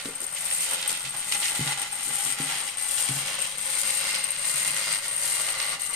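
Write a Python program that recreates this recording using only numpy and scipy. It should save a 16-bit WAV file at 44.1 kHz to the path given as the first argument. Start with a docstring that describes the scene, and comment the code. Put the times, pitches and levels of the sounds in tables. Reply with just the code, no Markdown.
"""A small room: a toy steam roller runs on a cloth-covered table, slowly gaining speed.
Gear teeth chatter into its tin frame, a loose steel part jingles near 8.6 kHz, steam hisses thinly.
All three rise and fall as the big wheel binds once a turn; at times the gears clack, catch or run free.
Level, pan and the rings of the tin shift as the listening point moves round the engine.
Dull bumps and soft rubs sound through the table, over a faint room rumble."""
import sys
import numpy as np
from scipy import signal
from scipy.fft import rfft, irfft
from scipy.io import wavfile

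SR = 44100
rng = np.random.default_rng(int(sys.argv[2]) if len(sys.argv) > 2 else 0)


def master(y):
    """Save y as 16-bit WAV."""
    cut = np.clip(np.atleast_2d(y).T, -1, 1)
    pcm = np.round(cut * 32767)  # scale
    wavfile.write(sys.argv[1], SR, pcm.astype(np.int16))


N = 262395
TIME = np.arange(N) / SR
WHEEL_TEETH, TIGHT_TOOTH = 78.5, 70


# gears catching: start_s, length_s, chatter_db, clatter_db
CATCHES = [(.361, 0.033, 4, -2), (.505, 0.08, -4, -4), (0.718, 0.045, 2, 4), (0.886, 0.045, 1, 2),
           (1.049, 0.047, 4, -0.5), (1.134, 0.03, 1, 6.5), (1.319, 0.051, 3, -1.5), (1.425, 0.045, 4, -2),
           (1.668, 0.065, 0.5, 2), (1.814, 0.062, 4, 3), (2.673, 0.036, 3, 0), (2.98, 0.019, 3.5, 2),
           (3.42, 0.046, 0.5, -0.5), (4.144, 0.024, 1.5, -4), (4.91, 0.037, 1.5, 3), (5.475, 0.03, 1, 3),
           (5.7, 0.069, 3, 1)]

def gears(turn_db, near_db, lull_db, pan_db):
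    """Tooth blows ring the tin: bright chatter over low clatter, both changing level at a catch."""
    clicks = tooth_blows(jitter_s=0.0011, spread_db=3.2, rebound_db=-5, reach=0.7)
    tin = steadied(tin_frame(clicks), 1700, 5200, span_s=0.09)
    low = signal.sosfiltfilt(signal.butter(4, 1650, fs=SR, output="sos"), tin)
    scrape_db, knock_db = swells(CATCHES, attack_s=0.0027, release_s=0.031)
    chatter = (tin - low) * amp(-35.5 + near_db + scrape_db + flutter(depth_db=1, rate_hz=10.8))
    clatter = low * amp(-35 + 0.26 * near_db + knock_db + flutter(depth_db=1, rate_hz=10.2))
    return (chatter + clatter) * placed(turn_db - 0.3 * lull_db, pan_db)


# gear speed: time_s, teeth_per_s
GEAR_SPEED = [(0, 82), (.8, 87.5), (1.3, 92.5), (1.7, 93.7), (2.45, 96), (3.3, 98.7), (4.1, 101.5),
              (4.85, 103.7), (5.95, 106)]

def tooth_count():
    """Teeth met so far, per sample."""
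    return np.cumsum(follow(GEAR_SPEED)[0]) / SR


def tooth_blows(jitter_s, spread_db, rebound_db, reach=1):
    """One blow and four rebounds per tooth, within reach (share of the gap); slack scatters them."""
    met = tooth_count()
    tooth = np.arange(int(met[-1]))
    meet_s = np.interp(tooth, met, TIME)
    tightness = 0.5 + 0.5 * np.cos(2 * np.pi * (tooth - TIGHT_TOOTH) / WHEEL_TEETH)
    slack = 1 - 0.75 * tightness
    blow_s = meet_s + jitter_s * slack * rng.standard_normal(len(tooth))
    blows = click_train(blow_s, amp(spread_db * rng.standard_normal(len(tooth))))
    rebound_s = meet_s[:, None] + reach * np.gradient(meet_s)[:, None] * rng.random((len(tooth), 4))
    sizes = amp(rebound_db + spread_db * rng.standard_normal(rebound_s.shape)) * np.sqrt(slack)[:, None]
    return blows + click_train(rebound_s.ravel(), sizes.ravel())


# one wheel turn from the tight spot: phase_turns, gear_db, steam_db, jingle_db
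WHEEL_CYCLE = [(0, 1, -3.5, -0.5), (0.119, -0.5, -12, 2), (.22, -4.5, -5, -0.5), (0.329, -5.5, -12, 0),
               (.45, -4.5, -5, 3), (.57, -2.5, -0.5, 2.5), (.7, -1, -1.5, 5), (.82, -2, -3, 1.5),
               (.92, -0.5, -3.5, 1)]

def wheel_turn():
    """Gear, steam and jingle levels as the big wheel goes round."""
    phase, *columns = np.transpose(WHEEL_CYCLE)
    turns = (tooth_count() - TIGHT_TOOTH) / WHEEL_TEETH
    return [np.interp(turns, phase, column, period=1) for column in columns]


# tin spectrum: freq_hz, level_db
TIN_SPECTRUM = [(60, -24), (128, -14), (260, -12), (375, -14), (470, -8), (545, -6), (675, -9), (815, -6.5),
                (1620, -2.5), (1990, -2.5), (2320, 0.5), (2880, 2.5), (4500, -0.5), (5750, -3),
                (8000, -4.5), (12100, -13), (15100, -43)]
# tin resonances: pitch_hz, width_hz, boost_db
TIN_MODES = [(546, 19, 1.5), (785, 51, 3.5), (864, 76, 3.5), (980, 14, 0), (1145, 38, 2.5), (1197, 13, 5),
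             (1391, 56, 6), (1860, 54, 2), (1950, 94, 5), (2097, 36, 7.5), (2554, 71, 3), (2920, 150, 0.5),
             (2990, 50, 2), (3160, 19, 5.5), (3880, 110, 3)]
# tin balance: freq_hz, pan_db
TIN_PAN = [(200, 0.5), (800, 1.5), (1400, -0.5), (2600, 0), (4000, 2), (6500, 5), (9000, 11), (11500, 0.5)]

def tin_frame(clicks, positions=7):
    """Blows excite the frame; reflections crossfade from one listening position to the next."""
    position = (positions - 1) * TIME / TIME[-1]
    path_sets = [paths(crack_t60_s=0.033, room_db=3.5, room_t60_s=0.19, count=2)
                 for _ in range(positions)]
    cracks = np.zeros((2, N))
    for k, responses in enumerate(path_sets):
        fade = np.sqrt(np.maximum(1 - abs(position - k), 0))
        cracks += rattle(clicks * fade, responses)
    return shifting_rings(colour(cracks, TIN_SPECTRUM, TIN_MODES, TIN_PAN))


# brightest ring: time_s, pitch_hz, gain_db
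SHEEN = [(0, 3380, -32), (.6, 3170, -15), (.85, 3240, 2.5), (1.2, 3370, -12), (2, 3100, -33),
         (3.2, 2800, -11), (3.45, 2830, 2), (3.6, 3900, -28), (3.75, 4700, -7), (4.15, 4940, 3),
         (4.5, 4440, -24), (4.9, 4800, 4), (5.2, 4440, -17), (5.6, 4260, 0), (5.95, 4230, -20)]
# tin and table rings: time_s, bright_db, middle_db, hollow_db, side_db, table_db
RING_GAINS = [(0, -4, -12, -2, -25, -3), (.5, 1, -10, -9, -31, 0), (.8, -25, -29, -9, -27, 9.5),
              (1.15, -12, -33, -16, -25, 15), (1.4, -1, -4, -4, -25, 10), (2.4, 3.5, 0, -8, -26, 9),
              (3.2, -4, -5.5, -7, -6, 13), (3.75, 0.5, -11, -4, -8, 6), (4.2, -0.5, -28, 6, 6, 10),
              (4.75, 3.5, -23, 6, -1, 11), (5.2, 2, -8, 10, -1, 4), (5.95, 4, 2, 6, 4.5, 1)]
# tin roof ring: time_s, gain_db
ROOF_GAIN = [(.45, -35), (.75, -5), (.95, -2), (1.3, -23)]
# rings heard beside the frame: pitch_hz, width_hz, gain_db
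SIDE_MODES = [(1145, 150, -0.5), (2062, 40, -3), (2780, 59, 2), (4020, 140, -5.5), (4300, 110, -9)]

def shifting_rings(tin):
    """Resonances of tin and table come and go with the listening position."""
    sheen_hz, sheen_db = follow(SHEEN)
    bright_db, middle_db, hollow_db, side_db, table_db = follow(RING_GAINS)
    tin = (tin + amp(sheen_db) * resonate(tin, sheen_hz, width_hz=430)
           + amp(bright_db) * resonate(tin, 2024, width_hz=160)
           + amp(middle_db) * resonate(tin, 810, width_hz=170)
           + amp(hollow_db) * resonate(tin, 562, width_hz=51)
           + amp(table_db) * resonate(tin, 160.6, width_hz=24.4)
           + amp(follow(ROOF_GAIN)[0]) * resonate(tin, 1470, width_hz=190)
           + sum(amp(side_db + db) * resonate(tin, hz, width_hz) for hz, width_hz, db in SIDE_MODES))
    notch_depth = 0.21 * np.minimum(amp(side_db), 1)
    return tin - notch_depth * resonate(tin, 3390, width_hz=290)


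# tooth jumps: start_s, level_db
CLACKS = [(0.057, -21), (0.367, -43), (0.5118, -18.5), (0.523, -21.5), (0.6056, -29), (0.8275, -18.5),
          (0.894, -23), (1.0527, -24), (1.3224, -13), (1.427, -23), (1.4574, -15.5), (1.4825, -17.5),
          (1.556, -22), (1.6752, -16.5), (1.728, -22), (1.8343, -24), (2.981, -19), (3.1875, -22),
          (3.307, -29), (3.4485, -22), (4.144, -17), (4.3625, -20), (4.7645, -18), (5.4877, -17.5),
          (5.601, -14), (5.7152, -23), (5.9379, -34)]
# extra tin resonances in a clack: pitch_hz, width_hz, boost_db
CLACK_MODES = [(2850, 64, 6.5), (3960, 90, 3), (4330, 90, 3)]

def clacks(pan_db, trim_db):
    """A tooth jumps and cracks against the next: a dry, bright blow on the tin."""
    out = np.zeros((2, N + SR))
    cracks = paths(crack_t60_s=0.018, room_db=-5, room_t60_s=0.32, count=len(CLACKS))
    for (start_s, level_db), crack in zip(CLACKS, cracks):
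        ring = colour(crack, TIN_SPECTRUM, TIN_MODES + CLACK_MODES, size=2048)
        add_hit(out, band(ring, 1470, 7900), start_s, level_db + trim_db, pan_db)
    return out[:, :N]


# jingle tone, bright peak near 8.7 kHz, very faint filtered top above 14 kHz: freq_hz, level_db
JINGLE_TONE = [(3000, -50), (6000, -19.5), (7900, -12.5), (8700, 3), (9350, 1.5), (10200, -21.5),
               (12100, -17.5), (13350, -15), (14200, -48), (14700, -25), (15450, -27)]
# jingle peaks: pitch_hz, width_hz, boost_db
JINGLE_PEAKS = [(8500, 130, 10), (8605, 90, 12.5), (11170, 110, 4), (11650, 200, 3.5), (12695, 85, 17.5),
                (14612, 120, 11)]
# jingle balance: freq_hz, pan_db
JINGLE_PAN = [(5000, -4), (8500, 3.5), (9500, -5.5), (11000, 2.5), (15000, -14.5)]

def jingle(gain_db, pan_db, lift_s=0.013, dip_db=3):
    """The teeth shake a loose steel part; it dips in level as it lifts off its seat before a clink."""
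    clicks = tooth_blows(jitter_s=0.0014, spread_db=2.8, rebound_db=-9)
    cracks = rattle(clicks, paths(crack_t60_s=0.01, room_db=-2, room_t60_s=0.089, count=4))
    steel = colour(cracks, JINGLE_TONE, JINGLE_PEAKS, JINGLE_PAN)
    steel = steadied(steel, 8200, 9450, span_s=0.055)
    lifts = [(start_s - lift_s, lift_s, dip_db) for start_s, _ in CLINKS]
    lift_db = swells(lifts, attack_s=0.01, release_s=0.002)[0]
    return steel * placed(-35 + gain_db - lift_db + flutter(depth_db=1.8, rate_hz=10.2), pan_db)


# hard drops of the steel part: start_s, level_db
CLINKS = [(0.152, -26), (0.203, -25), (0.2385, -29), (0.265, -25), (.453, -22.5), (.503, -26), (0.732, -21),
          (.8765, -17), (1.166, -30), (1.815, -23.5), (1.923, -29), (2.032, -32), (2.771, -26.5),
          (2.782, -23), (2.822, -22.5), (2.91, -19.5), (2.9388, -21), (3.387, -28), (3.4173, -19),
          (3.5748, -30), (3.612, -26), (3.972, -21.5), (4.1822, -25), (4.24, -20.5), (4.305, -20),
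          (4.477, -22), (4.557, -24), (4.924, -20.5), (5.163, -23), (5.181, -22.5), (5.5802, -33),
          (5.614, -25), (5.818, -23.5), (5.835, -24), (5.892, -25), (5.932, -30)]

def clinks(pan_db, trim_db, t60_s=0.035, bounce_s=0.0125, tail_t60_s=0.12):
    """The steel part drops on its seat, buzzes and bounces once."""
    out = np.zeros((2, N + SR))
    t = np.arange(SR // 10) / SR
    bounce = (t > bounce_s) * amp(-8.5 - 60 * abs(t - bounce_s) / t60_s)
    envelope = amp(-60 * t / t60_s) + bounce + amp(-26 - 60 * t / tail_t60_s)
    for start_s, level_db in CLINKS:
        buzz = rng.choice([-1., 1.], (2, len(t))) * envelope
        ring = colour(buzz, JINGLE_TONE, JINGLE_PEAKS, JINGLE_PAN, size=2048)
        add_hit(out, ring, start_s, level_db + trim_db, pan_db)
    return out[:, :N]


# hiss spectrum: freq_hz, level_db
STEAM_SPECTRUM = [(1500, -20), (4500, 2.5), (6000, 3.5), (7300, 12), (9500, 13), (10500, 5), (12000, 4),
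                  (13300, 3), (14200, -42), (15400, -74)]
# hiss balance: freq_hz, pan_db
STEAM_PAN = [(4000, 14.5), (6500, 9.5), (9000, 4), (11000, 1.5), (14000, -2)]
# added treble band: time_s, gain_db
STEAM_TREBLE = [(0, -8), (.35, -4), (.55, 1), (.95, -13), (1.4, -3), (2.2, -4), (3.05, -2), (3.8, -4),
                (4.6, -16), (5.3, -5), (5.95, -29)]
# spurts and one drop: start_s, length_s, change_db
SPURTS = [(.04, 0.023, 13), (.19, 0.066, 11), (.6, 0.081, 5.5), (.89, .07, 11.5), (1.02, 0.11, 0),
          (1.32, 0.085, 0), (2.24, 0.054, 3.5), (2.79, 0.057, 4.5), (3.4, 0.048, 9), (4.23, 0.12, -14),
          (4.91, 0.031, 12), (5.23, 0.038, 3.5), (5.85, 0.032, 11.5)]

def steam(gain_db, sputter_decay_s=0.0025):
    """Steam hisses and spurts, with a slight irregular sputter."""
    clicks = tooth_blows(jitter_s=0.00042, spread_db=5, rebound_db=11)
    sputter = signal.lfilter([1], [1, -np.exp(-1 / (sputter_decay_s * SR))], clicks)
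    flow = stereo(*rng.standard_normal((2, N))) * (unit_rms(sputter) + amp(-1))
    hiss = colour(flow, STEAM_SPECTRUM, pan=STEAM_PAN)
    hiss = hiss + amp(follow(STEAM_TREBLE)[0]) * resonate(hiss, 11200, width_hz=4300)
    spurt_db = swells(SPURTS, attack_s=0.0089, release_s=0.0093)[0]
    return unit_rms(hiss) * amp(-31.5 + gain_db + spurt_db + flutter(depth_db=2, rate_hz=11.3))


# blows on the table: start_s, level_db, centre_hz
BUMPS = [(0.056, -28, 310), (.088, -30.5, 420), (1.593, -25, 213), (1.609, -23.5, 140), (1.666, -35, 148),
         (2.401, -26, 230), (2.434, -36, 260), (3.093, -29, 185), (3.108, -28, 140), (3.167, -36.5, 150)]

def bumps(push_s=0.00094):
    """Each soft blow gives the table top a short push and rings its modes."""
    out = np.zeros(N + SR)
    age = np.arange(SR // 2) / SR / push_s
    for start_s, level_db, centre_hz in BUMPS:
        push = band(age * np.exp(1 - age), 0.29 * centre_hz, 700)
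        bump = table_ring(centre_hz) + amp(-10) * push
        out[round(start_s * SR):][:len(bump)] -= amp(level_db) * bump
    return out[:N]


# rubs on the cloth: start_s, length_s, level_db, centre_hz
RUBS = [(.2, 0.043, -50, 420), (1.015, .08, -50.5, 160), (2.03, 0.12, -51, 270), (2.225, 0.087, -50, 222),
        (4.52, 0.037, -52.5, 157), (4.66, 0.066, -52, 158)]

def rubs():
    """Friction on the cloth swells and fades, stirring the table modes."""
    out = np.zeros(N + SR)
    for start_s, length_s, level_db, centre_hz in RUBS:
        size = int(length_s * SR)
        friction = rng.choice([-1., 1.], SR // 2)[:size] * signal.windows.hann(size)
        rub = signal.fftconvolve(friction, table_ring(centre_hz))
        out[round(start_s * SR):][:len(rub)] += amp(level_db) * rub / np.sqrt(np.sum(rub ** 2) / size)
    return out[:N]


# table top: pitch_hz, level_db, t60_s
TABLE_MODES = [(140, 9, 0.35), (155.5, 7, 0.34), (185, -1.5, 0.056), (230, 8, 0.063), (272.7, 2.5, 0.23),
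               (328, -3, 0.057), (412, -4.5, 0.13), (460, -4, 0.13)]

def table_ring(centre_hz):
    """Decaying table modes, strongest near the pitch of the touch."""
    t = np.arange(SR // 2) / SR
    pitch_hz, level_db, t60_s = np.transpose(TABLE_MODES)[:, :, None]
    weight_db = level_db - 8 * np.log2(pitch_hz / centre_hz) ** 2
    detune = rng.uniform(0.99, 1.01, pitch_hz.shape)
    modes = amp(weight_db - 60 * t / t60_s) * np.sin(2 * np.pi * pitch_hz * detune * t)
    ring = band(modes.sum(0), 0.67 * centre_hz, 620)  # a lighter touch moves less bass
    return ring / abs(ring).max()


# room noise: freq_hz, level_db
RUMBLE_SPECTRUM = [(16, -4), (36, -10), (72, -15.5), (142, -9.5), (310, -20), (1050, -51), (4100, -69)]

def room_rumble(level_db):
    """Steady low noise of the room."""
    noise = stereo(*rng.standard_normal((2, N)))
    return amp(level_db) * unit_rms(colour(noise, RUMBLE_SPECTRUM))


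# left-right likeness: freq_hz, coherence
COHERENCE = [(60, 0.45), (130, 1), (290, 0.87), (640, 0.96), (1410, 0.69), (3100, 0.012), (6820, 0.21),
             (15000, 0.3)]

def stereo(a, b):
    """Left and right from two unrelated signals: alike in the bass, less so in the treble."""
    coherence = np.clip(at_freq(COHERENCE, np.fft.rfftfreq(len(a), 1 / SR)), 0, 1)
    mid = rfft(a) * np.sqrt((1 + coherence) / 2)
    side = rfft(b) * np.sqrt((1 - coherence) / 2)
    return irfft(np.array([mid + side, mid - side]), len(a))


def paths(crack_t60_s, room_db, room_t60_s, count):
    """One response per contact point: a short crack, then the room."""
    t = np.arange(SR // 5) / SR
    crack = unit_rms(amp(-60 * t / crack_t60_s))
    room = unit_rms(amp(-60 * t / room_t60_s) * (1 - np.exp(-t / 0.0017)))
    envelope = np.hypot(crack, amp(room_db) * room)
    return [unit_rms(stereo(*(rng.choice([-1., 1.], (2, len(t))) * envelope))) for _ in range(count)]


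def rattle(clicks, responses):
    """Sends each click down a random path."""
    out = np.zeros((2, N + SR))
    path = rng.integers(0, len(responses), N)
    for at in np.flatnonzero(clicks):
        response = responses[path[at]]
        out[:, at:at + response.shape[1]] += clicks[at] * response
    return out[:, :N]


def click_train(times_s, sizes):
    """Single-sample clicks."""
    at = np.round(times_s * SR).astype(int)
    inside = (at >= 0) & (at < N)
    return np.bincount(at[inside], sizes[inside], N)


def add_hit(out, ring, start_s, level_db, pan_db):
    """Mixes in a peak-normalised ring, panned as at its start."""
    at = round(start_s * SR)
    gains = placed(level_db, pan_db[at])[:, None]
    out[:, at:][:, :ring.shape[1]] += gains * ring / abs(ring).max(1, keepdims=True)


def colour(x, spectrum, modes=(), pan=((1000, 0),), size=16384):
    """Minimum-phase stereo filter: broad spectrum plus resonances."""
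    hz = np.fft.rfftfreq(size, 1 / SR)
    peaks = 1 + sum((amp(abs(db)) ** 2 - 1) / (1 + (2 * (hz - pitch_hz) / width_hz) ** 2)
                    for pitch_hz, width_hz, db in modes)
    log_gain = np.log(amp(at_freq(spectrum, hz)) * np.sqrt(peaks) * panned(at_freq(pan, hz)))
    mirrored = np.hstack([log_gain, log_gain[:, -2:0:-1]])
    transfer = np.exp(np.conj(signal.hilbert(mirrored)))
    impulse = irfft(transfer[:, :len(hz)])[:, :size // 2]
    return signal.oaconvolve(x, impulse, axes=1)[:, :x.shape[1]]


def resonate(x, hz, width_hz):
    """Unity-gain resonance, steady or gliding."""
    r = np.exp(-np.pi * width_hz / SR)
    if np.ndim(hz) == 0:
        return signal.lfilter([1 - r, 0, r - 1], [1, -2 * r * np.cos(2 * np.pi * hz / SR), r * r], x)
    carrier = np.exp(2j * np.pi * np.cumsum(hz) / SR)
    return 2 * (carrier * signal.lfilter([1 - r], [1, -r], x / carrier)).real


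def band(x, lo_hz, hi_hz):
    """Band-pass."""
    return signal.sosfilt(signal.butter(2, [lo_hz, hi_hz], "band", fs=SR, output="sos"), x)


def steadied(x, lo_hz, hi_hz, span_s):
    """Holds one band near rms 1 over span_s; single blows still differ."""
    window = signal.windows.hann(int(span_s * SR))
    power = signal.oaconvolve(band(x, lo_hz, hi_hz) ** 2, window[None] / window.sum(), "same", axes=1)
    return x / np.sqrt(abs(power) + 0.01 * power.mean())


def swells(rows, attack_s, release_s):
    """Events rise, hold and fall: one dB curve per level column."""
    start_s, length_s, *columns = np.transpose(rows)[:, :, None]
    rise = (TIME - start_s) / attack_s
    fall = (start_s + length_s - TIME) / release_s
    envelope = np.clip(np.minimum(rise, fall) + 0.5, 0, 1)
    return [(column * envelope).sum(0) for column in columns]


def flutter(depth_db, rate_hz):
    """Random level wobble in dB."""
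    ratio = np.fft.rfftfreq(N, 1 / SR) / rate_hz
    shape = ratio / (1 + ratio ** 4)
    return depth_db * unit_rms(irfft(rfft(rng.standard_normal(N)) * shape, N))


def follow(rows):
    """One time curve per value column."""
    time_s, *columns = np.transpose(rows)
    return [np.interp(TIME, time_s, column) for column in columns]


def at_freq(points, hz):
    """Interpolates over log frequency."""
    freq_hz, value = np.transpose(points)
    return np.interp(np.log(hz + 1), np.log(freq_hz), value)


def placed(level_db, pan_db):
    """Constant-power stereo gains."""
    gains = panned(pan_db)
    return 2 * amp(level_db) * gains / np.hypot(*gains)


def panned(pan_db):
    """Stereo gains; pan_db is left minus right."""
    return amp(np.array([pan_db, -pan_db]) / 2)


def unit_rms(x):
    """Scales to rms 1."""
    return x / np.sqrt(np.mean(x ** 2) + 1e-20)


def amp(db):
    """dB to gain."""
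    return 10 ** (np.asarray(db) / 20)


# listening point round the engine: time_s, near_db, gear_pan_db, jingle_pan_db
LISTENING_PATH = [(0, -7.5, -2.5, 7), (.34, -6, -1.5, 10), (.6, -0.5, -3, 1.5), (.9, -2, -2, 4),
                  (1.15, -3.5, -2, 7), (1.4, -0.5, -1, 6.5), (2.0, -1.5, -0.5, 8.5), (2.7, -1, -0.5, 12),
                  (3.6, -0.5, -2, 10.5), (4.1, 1.6, -1, 10), (4.8, 0.6, -1.2, 6.5), (5.4, 0, -0.5, 6.5),
                  (5.95, -2, 0, 11)]
# engine runs free, jingle and hiss dip most: start_s, length_s, depth_db
LULLS = [(.81, 0.04, 4.5), (1.24, 0.073, 3), (1.75, 0.022, 10), (1.85, 0.063, 8.5), (2.33, 0.052, 5),
         (2.715, 0.056, 8), (3.225, 0.03, 8), (3.355, 0.03, 9), (3.5, 0.079, 5.5), (4.17, 0.061, 6),
         (4.335, 0.047, 4.5), (4.98, 0.042, 4.5), (5.53, 0.038, 3), (5.765, 0.029, 11)]

def scene():
    """Engine, table and room."""
    gear_db, steam_db, jingle_db = wheel_turn()
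    near_db, gear_pan_db, jingle_pan_db = follow(LISTENING_PATH)
    lull_db = swells(LULLS, attack_s=0.04, release_s=0.0039)[0]
    engine = (gears(gear_db, near_db, lull_db, gear_pan_db)
              + jingle(jingle_db + near_db - lull_db, jingle_pan_db)
              + clacks(gear_pan_db, trim_db=-2.5)
              + clinks(jingle_pan_db, trim_db=2.1)
              + steam(steam_db + near_db - lull_db))
    return engine + bumps() + rubs() + room_rumble(level_db=-59)


def record(dry):
    """Steep low-pass at 15.6 kHz."""
    lowpass = signal.firwin(511, 15600, window=("kaiser", 9), fs=SR)
    return signal.oaconvolve(dry, lowpass[None], "same")


dry = scene()
out = record(dry)
master(out)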